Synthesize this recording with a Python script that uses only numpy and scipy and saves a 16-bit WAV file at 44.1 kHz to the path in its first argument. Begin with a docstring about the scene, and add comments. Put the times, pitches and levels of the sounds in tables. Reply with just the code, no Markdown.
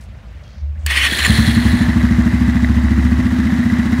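"""A motorcycle starts cold, heard close to the crankcase. First come faint outdoor noise, low rumble, a distant
motor and a few rustles. A low hum swells, then the starter gear slams in as ringing metal and a noise crack.
It grinds and whines, made from random knocks and a wavering tone, coasts down as fading noise and rasps again.
After two weak puffs the engine catches: valve gear and chain rattle as shaped noise, and each firing rings
the exhaust and a long low boom as damped sines. The idle creeps up."""
import sys
import numpy as np
from scipy import signal
from scipy.fft import rfft, irfft, next_fast_len
from scipy.io import wavfile
from scipy.ndimage import uniform_filter1d, map_coordinates

SR = 44100
rng = np.random.default_rng(int(sys.argv[2]) if len(sys.argv) > 2 else 0)


def field_ratio(decibels):
    """Amplitude ratio for a level in dB (20 dB per decade); scalars and array-likes work."""
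    return 10 ** (np.asarray(decibels, dtype=float) / 20)


def persist_wave(psi):
    """Save psi, clipped to +-1, as 16-bit WAV."""
    counts = np.round(np.clip(psi, -1, 1) * 32767).astype(np.int16)
    wavfile.write(sys.argv[1], SR, np.atleast_2d(counts).T)


N = 176400  # samples: 4 s


def unit(x):
    """Scaled to rms 1."""
    return x / np.sqrt(np.mean(x ** 2) + 1e-20)


def noise():
    """White noise of the scene's length."""
    return rng.standard_normal(N)


def curves(rows):
    """One value per sample for each column after the time."""
    s, *cols = np.transpose(rows)
    return [np.interp(np.arange(N) / SR, s, c) for c in cols]


def wobble(rate):
    """A smooth random curve through rate random points a second."""
    points = rng.standard_normal(int(N * rate / SR) + 4)
    return map_coordinates(points, [np.arange(N) * rate / SR])


def span(t0, t1):
    """1 between two times in seconds, with 3 ms edges."""
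    t = np.arange(N) / SR
    return np.clip(np.minimum(t - t0, t1 - t) * 333, 0, 1)


def filtered(x, response):
    """x times a response of frequency."""
    m = next_fast_len(N + SR // 2)
    return irfft(rfft(x, m) * response(np.fft.rfftfreq(m, 1 / SR)), m)[:N]


def coloured(x, spectrum):
    """x shaped by a curve through (pitch_hz, level_db) points, rms 1."""
    f, v = np.transpose(spectrum)
    return unit(filtered(x, lambda hz: field_ratio(np.interp(np.log(hz + 1), np.log(f + 1), v))))


def resonant(x, peaks):
    """x through resonances (pitch_hz, width_hz, level_db), rms 1."""
    def response(f):
        total = 0
        for k, (centre, width, db) in enumerate(peaks):
            peak = 1j * f * width / (centre * centre - f * f + 1j * f * width)
            total = total + (-1) ** k * field_ratio(db) * peak  # neighbours have opposite sign
        return total
    return unit(filtered(x, response))


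def patchy(x, depth_db):
    """x with small random patches of gain in time and frequency, rms 1."""
    z = signal.stft(x, nperseg=256)[2]
    field = uniform_filter1d(rng.standard_normal(z.shape), size=4, axis=0)
    field = uniform_filter1d(field, size=4, axis=1)
    return unit(signal.istft(z * field_ratio(depth_db * unit(field)), nperseg=256)[1][:N])


def knocks(per_s, spread_db, hiss):
    """Random metal contacts of uneven size over hiss."""
    size = field_ratio(spread_db * np.minimum(rng.exponential(size=N), 4)) * noise()
    return unit(size * (rng.random(N) < per_s / SR)) + hiss * noise()


def ring(t, hz, db, t60, attack_s=0.0016, swoop=0):
    """A damped sine from t = 0 that starts flat by the share swoop and glides up to pitch."""
    t = np.maximum(t, 0)
    glide_s = 0.014
    turns = hz * (t - swoop * glide_s * (1 - np.exp(-t / glide_s)))
    return field_ratio(db - 60 * t / t60) * np.sin(2 * np.pi * turns) * (1 - np.exp(-t / attack_s)) ** 2


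# outdoor noise over time: time_s, level_db
YARD_LEVEL = [(0.05, -49.5), (0.466, -48), (0.58, -51), (0.702, -54), (0.85, -49)]
# tone of the outdoor noise: pitch_hz, level_db (relative)
YARD_COLOUR = [(150, -45), (250, -0.5), (418, -7.5), (570, 0.5), (900, -7), (2200, -9), (4500, -20),
               (15000, -39.5)]


def outdoors():
    """Faint outdoor noise: patchy shaped noise."""
    return field_ratio(curves(YARD_LEVEL)[0]) * patchy(coloured(noise(), YARD_COLOUR), depth_db=2.0)


# tone of the rumble: pitch_hz, level_db (relative)
RUMBLE_COLOUR = [(25, -24), (38, -41), (59, 15.5), (129, -4.5), (170, -8.5), (215, -8), (420, -68)]


def rumble():
    """Low shaped noise whose level drifts around -32.5 dB."""
    return field_ratio(-32.5 + 1.23 * wobble(6.34)) * coloured(noise(), RUMBLE_COLOUR)


# steady tones of a distant motor: pitch_hz, level_db (before slow wobble)
MOTOR_TONES = [(53.8, -38.5), (156.1, -56), (209.9, -63)]


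def distant_motor():
    """A few sines of drifting level that fade out by 0.38 s."""
    t = np.arange(N) / SR
    fade = np.clip((0.38 - t) / 0.057, 0, 1)
    tones = sum(field_ratio(db + 1.6 * wobble(6.3)) * np.sin(2 * np.pi * hz * t) for hz, db in MOTOR_TONES)
    return np.sqrt(2) * tones * fade


# rustles near the microphone: start_s, length_s, level_db (before wobble and fade), centre_hz, width_hz
RUSTLE_EVENTS = [(.007, .06, -49, 6000, 6000), (.432, .28, -53, 4800, 1900), (.75, .3, -56, 1900, 400),
                 (.79, .3, -62, 7000, 2000)]
# a faint tone in a rustle: start_s, length_s, level_db (before wobble), pitch_hz
SQUEAK_EVENT = (.44, .12, -60, 3250)


def rustle():
    """Short bands of grainy noise that start quickly and fade, one with a faint squeak."""
    t, out = np.arange(N) / SR, 0
    for start, length, db, hz, width_hz in RUSTLE_EVENTS:
        grains = knocks(600, spread_db=3, hiss=1.5)
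        grains = unit(filtered(grains, lambda f: np.exp(-((f - hz) / width_hz) ** 2)))
        fade = np.clip(1 - (t - start) / length, 0, 1) * span(start, start + length)
        out = out + field_ratio(db + 2.5 * wobble(30)) * fade * grains
    start, length, db, hz = SQUEAK_EVENT
    squeak = field_ratio(db + 3.3 * wobble(50)) * np.sin(2 * np.pi * hz * t)
    return out + span(start, start + length) * squeak


# the low hum: time_s, pitch_hz, level_db
HUM_PATH = [(0.45, 74.7, -51), (0.554, 72.6, -49), (0.633, 72.9, -21.5), (0.702, 70.8, -20),
            (0.775, 79.3, -37), (0.79, 78.3, -22.5), (0.824, 76.4, -29), (0.855, 74.8, -17),
            (0.908, 69, -20.5), (1.161, 69.2, -25.5), (1.176, 70.8, -41), (1.234, 72.1, -20.5),
            (1.3, 73.5, -23)]


def hum():
    """One low sine that swells before the start, its pitch and level wandering."""
    hz, db = curves(HUM_PATH)
    tone = np.sqrt(2) * np.sin(2 * np.pi * np.cumsum(hz) / SR)
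    return field_ratio(db) * tone * span(HUM_PATH[0][0], HUM_PATH[-1][0])


# the gear slamming in: time_s, level_db (relative)
SLAM_HITS = [(0.8634, -3)]
# ringing of the slam: pitch_hz, level_db (relative), ring_s (time to fall 60 dB)
SLAM_RINGS = [(1750, -5, .03), (2900, -6, .02), (4680, -3, .012), (7230, -3, .012), (8000, 0, .012)]


def slam():
    """The starter gear hits home: damped metal rings and a short crack of noise."""
    t, rings, crack = np.arange(N) / SR, 0, 0
    crack_t60 = 0.02  # s
    for s, db in SLAM_HITS:
        for hz, level, t60 in SLAM_RINGS:
            rings = rings + ring(t - s, hz, db + level - 6, t60, attack_s=0.00031)
        crack = crack + field_ratio(db - 10 - 60 * np.maximum(t - s, 0) / crack_t60) * (t > s)
    return rings + crack * noise()


# starter under load: time_s, level_db (relative)
GRIND_LEVEL = [(.868, -26), (.88, -29), (.905, -20), (.95, -17), (.99, -17), (1.015, -20), (1.055, -15),
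               (1.074, -18), (1.09, -30)]
# resonances of the gear housing: pitch_hz, width_hz, level_db (relative)
HOUSING = [(1910, 140, 3.5), (2193, 21, 1.5), (2530, 86, 0), (3064, 94, 2.5), (3410, 99, -1),
           (4356, 57, -4), (8570, 90, -12.5), (9750, 260, -16.5)]
# tone of the noise under the gear teeth: pitch_hz, level_db (relative)
GRIND_BED = [(300, -18.5), (771, -19.5), (1170, -7), (1270, -14), (1980, 0), (4690, -19.5), (10400, -24.5),
             (15700, -33)]
# the gear rasps again on the next compression: start_s, length_s, level_db (relative)
RASP_EVENTS = [(1.186, .011, -15), (1.2, .008, -15), (1.236, .011, -17), (1.247, .022, -11.5)]
# the rasps also ring the pinion: pitch_hz, width_hz, level_db (relative)
PINION_RING = [(7130, 110, -7)]


def grinding():
    """Gear teeth knock through the housing's resonances over a noise bed; later rasps also ring the pinion."""
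    teeth = resonant(knocks(550, spread_db=1, hiss=1.2), HOUSING)
    bed = coloured(noise(), GRIND_BED)
    grind = patchy(teeth + .9 * bed, depth_db=1.6)
    load = field_ratio(curves(GRIND_LEVEL)[0] + 2.5) * span(GRIND_LEVEL[0][0], GRIND_LEVEL[-1][0])
    rasp = sum(field_ratio(db) * span(s - .002, s + length + 0.00097) for s, length, db in RASP_EVENTS)
    pinion = field_ratio(-16) * resonant(noise(), PINION_RING)
    return (load + rasp) * grind + rasp * pinion


# starter whine under load: time_s, pitch_hz (before wobble), level_db (before wobble)
WHINE_PATH = [(0.901, 4900, -48), (.98, 5150, -31), (1.04, 6000, -34), (1.071, 5150, -28),
              (1.085, 5100, -50)]


def whine():
    """An unsteady gear tone and its half order climb and sag with the motor's speed."""
    hz, db = curves(WHINE_PATH)
    turn = 2 * np.pi * np.cumsum(hz + 170 * wobble(300)) / SR
    tone = field_ratio(4 * wobble(80)) * np.sin(turn)
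    half_order = field_ratio(9 + 3 * wobble(60)) * np.sin(turn / 2)
    return field_ratio(db) * (tone + half_order) * span(WHINE_PATH[0][0], WHINE_PATH[-1][0])


# starter coasting: time_s, level_db (before surge and flicker)
COAST_LEVEL = [(1.058, -25), (1.1, -20.5), (1.3, -18.5), (1.549, -25), (1.8, -30), (2.3, -65)]
# tone of the coasting noise: pitch_hz, level_db (relative)
COAST_COLOUR = [(260, -7), (450, -13.5), (1270, -17.5), (1770, 2), (2380, -9.5), (4120, -10.5), (4930, -20),
                (9190, -22), (15700, -30.5)]
# rings of the freewheeling gear: pitch_hz, width_hz, level_db (relative)
FREEWHEEL_RINGS = [(1740, 110, -3.5), (3330, 130, -1.5), (4100, 290, -1.5), (4430, 49, -3), (7060, 50, -28),
                   (9230, 260, -12), (10500, 280, -13.5)]


def freewheel():
    """The gear coasts: shaped noise and ringing knocks, surging unevenly as they fade."""
    rings = resonant(knocks(1500, spread_db=3.5, hiss=0.59), FREEWHEEL_RINGS)
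    spin = patchy(coloured(noise(), COAST_COLOUR) + field_ratio(-4) * rings, depth_db=1.8)
    coast = field_ratio(curves(COAST_LEVEL)[0]) * span(COAST_LEVEL[0][0], COAST_LEVEL[-1][0])
    return coast * field_ratio(wobble(14.74)) * spin


def starter():
    """Grinding, rasps and freewheel share one quick flicker of level."""
    flicker = field_ratio(.7 * wobble(200) + 1.2 * wobble(45))
    return flicker * (grinding() + freewheel())


# weak puffs before it catches: time_s, level_db (relative)
PUFF_EVENTS = [(1.122, -16), (1.278, -18)]
# exhaust pipe rings: pitch_hz (before tuning), level_db (relative), ring_s (to fall 60 dB), delay_s
PIPE_RINGS = [(186.6, 4.5, 0.037, 0.0018), (214.2, -1.5, 0.052, 0.00277), (249.34, -8.5, 0.36, 0.00457),
              (268.4, -25.5, 0.75, 0.0015), (297.2, -30.5, 0.31, 0.0013), (326.8, -23.5, 0.38, 0.0033)]
# low thump rings: pitch_hz, level_db (relative), ring_s (to fall 60 dB), delay_s
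THUMP_RINGS = [(109.8, -15.5, 0.26, 0.0028), (155.4, 0, 0.045, 0.0036)]


def puffs():
    """Weak puffs ring only the two lowest pipe modes and the thump, all at once."""
    out, t = np.zeros(N + 2 * SR), np.arange(SR) / SR
    for when, db in PUFF_EVENTS:
        rings = [ring(t, hz, db + level, t60) for hz, level, t60, _ in PIPE_RINGS[:2] + THUMP_RINGS]
        out[round(when * SR):][:SR] += sum(rings)
    return out[:N]


# crank position, also used for the firings: time_s, firings_so_far
CRANK_TURNS = [(1.2942, 0), (1.5654, 3), (1.65, 4), (1.7293, 5), (1.8824, 7), (2.0322, 9), (2.2578, 12),
               (2.4049, 14), (2.551, 16), (2.7634, 19), (2.9767, 22), (3.1154, 24), (3.3179, 27),
               (3.519, 30), (3.7183, 33), (3.9197, 36), (4.0534, 38)]
# rattle over time: time_s, level_db (relative)
RATTLE_LEVEL = [(1.27, -30.5), (1.45, -33), (1.75, -32), (2.85, -35.5), (3.98, -33.5)]
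# tone of chain and gears in the cases: pitch_hz, level_db (relative)
CASE_COLOUR = [(220, 5), (480, -10.5), (1110, -3.5), (1260, -5.5), (1950, -3), (2240, -11), (3990, -17),
               (7320, -23.5), (10300, -31), (11100, -33), (15700, -36)]
# hiss swells after each firing: place (share of cycle), width (share of cycle), boost_db
FIRING_SWELL = [(.12, .15, 3)]
# valve events in each cycle: place (share of cycle), width (share of cycle), boost_db
VALVE_EVENTS = [(.3, .09, 6), (.76, .05, 8)]
# the ringing cover: pitch_hz, width_hz, level_db (relative)
COVER_RINGS = [(656, 87, -5), (1706, 187, -0.5), (2005, 137, 2), (3880, 114, -12.5), (11200, 130, -21)]
# a sharp tick at each firing: place (share of cycle), width (share of cycle), boost_db
TICK_TIMING = [(0.004, 0.04, 6)]
# tone of the tick: pitch_hz, level_db (relative)
TICK_COLOUR = [(350, -22), (800, 3), (2500, -25), (7000, -3), (15700, -12)]


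def rattle():
    """Chain and gears hiss in the cases; the valves tap a ringing cover twice a cycle; each firing ticks."""
    cycle, = curves(CRANK_TURNS)

    def timed(rows):
        """Gain that rises around set places in every cycle."""
        boost = 0
        for at, width, db in rows:
            distance = (cycle - at + .5) % 1 - .5
            boost = boost + db * np.exp(-.5 * (distance / width) ** 2)
        return field_ratio(boost)

    chain = coloured(knocks(1500, spread_db=0.5, hiss=1.46), CASE_COLOUR)
    chain = timed(FIRING_SWELL) * patchy(chain, depth_db=1.5)
    taps = resonant(knocks(660, spread_db=2.5, hiss=.5), COVER_RINGS)
    taps = field_ratio(-4.5) * unit(timed(VALVE_EVENTS) * taps)
    tick = coloured(knocks(1500, spread_db=2, hiss=.5), TICK_COLOUR)
    tick = field_ratio(-18.5) * (timed(TICK_TIMING) - 1) * tick
    level = field_ratio(curves(RATTLE_LEVEL)[0] + 5)
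    return level * span(RATTLE_LEVEL[0][0], 5) * (chain + taps + tick)


# how the engine fires: time_s, strength_db, pipe_tuning (ratio), thump_db, boom_db,
# bite_db (on the two lowest and two highest pipe rings); all dB relative
FIRING_EFFORT = [(1.29, -1.2, 0.89, 6.5, 6, 0), (1.6, 1.2, 0.98, 2, 0.5, -3.4),
                 (2.002, -2, 0.97, 2.5, 6, 1.9), (2.6, -1.5, 0.98, 1, -.6, -1),
                 (3.2, -2.9, 1.005, 2.5, 2, -1), (3.5, 0.5, 0.99, -7, -4, -6)]


def firings():
    """Each firing rings the pipe, whose tuning rises overall as the gas warms, and a long low boom."""
    s, count = np.transpose(CRANK_TURNS)
    times = np.interp(np.arange(count[-1]), count, s)
    chance = rng.standard_normal((len(times), 2 + len(PIPE_RINGS) + len(THUMP_RINGS)))
    times = times + 0.00015 * chance[:, 0]  # timing jitter, s
    at, *cols = np.transpose(FIRING_EFFORT)
    out, t = np.zeros(N + 2 * SR), np.arange(SR) / SR
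    short = t[:SR // 4]
    for when, row in zip(times, chance):
        db, tune, thump_db, boom_db, bite_db = [np.interp(when, at, c) for c in cols]
        modes = []
        for k, (hz, level, t60, late) in enumerate(PIPE_RINGS):
            bite = bite_db * (k not in (2, 3))
            swoop = .018 * max(-bite_db, 0) * (k == 2)  # softer firings start the main pipe mode flat
            modes.append((hz * tune, level + bite, t60, late, swoop))
        modes += [(hz, level + thump_db, t60, late, 0) for hz, level, t60, late in THUMP_RINGS]
        boom_t60 = 0.62 * field_ratio(0.56 * min(boom_db, 0))  # s; a weaker boom also dies sooner
        blow = ring(t - 0.0087, 70.06, -12.5 + boom_db, boom_t60)
        for (hz, level, t60, late, swoop), c in zip(modes, row[2:]):
            blow[:len(short)] += ring(short - late, hz, level + .8 * c, t60, swoop=swoop)
        out[round(when * SR):][:SR] += field_ratio(db + .5 * row[1]) * blow
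    return out[:N]


# tone of uneven gas flow in the pipe: pitch_hz, level_db (relative)
FLOW_COLOUR = [(40, -60), (64, -32), (145, 16), (241, 17), (289, -29), (500, -34), (700, -100)]


def gas_flow():
    """Uneven gas flow in the pipe: low shaped noise from the first firing on."""
    return field_ratio(-28) * span(CRANK_TURNS[0][0], 5) * coloured(noise(), FLOW_COLOUR)


def scene():
    """Everything reaches one microphone."""
    surroundings = outdoors() + rumble() + distant_motor() + rustle()
    starting = hum() + slam() + starter() + whine()
    engine = puffs() + rattle() + firings() + gas_flow()
    return (surroundings + starting + engine)[None]


def roll_off(x):
    """The treble ends steeply here."""
    return signal.sosfilt(signal.butter(12, 16510, fs=SR, output="sos"), x)


def record(dry):
    """The microphone drops the deepest bass and all above 15.75 kHz; peaks are rounded off."""
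    low_hz, ceiling = 52, .98  # ceiling: share of full scale
    x = filtered(dry[0], lambda hz: 1 / np.sqrt(1 + (low_hz / (hz + 1)) ** 20) * (hz < 15750))
    x = x / (1 + np.abs(x / ceiling) ** 12) ** (1 / 12)
    return roll_off(x[None])


dry = scene()
out = record(dry)
persist_wave(out)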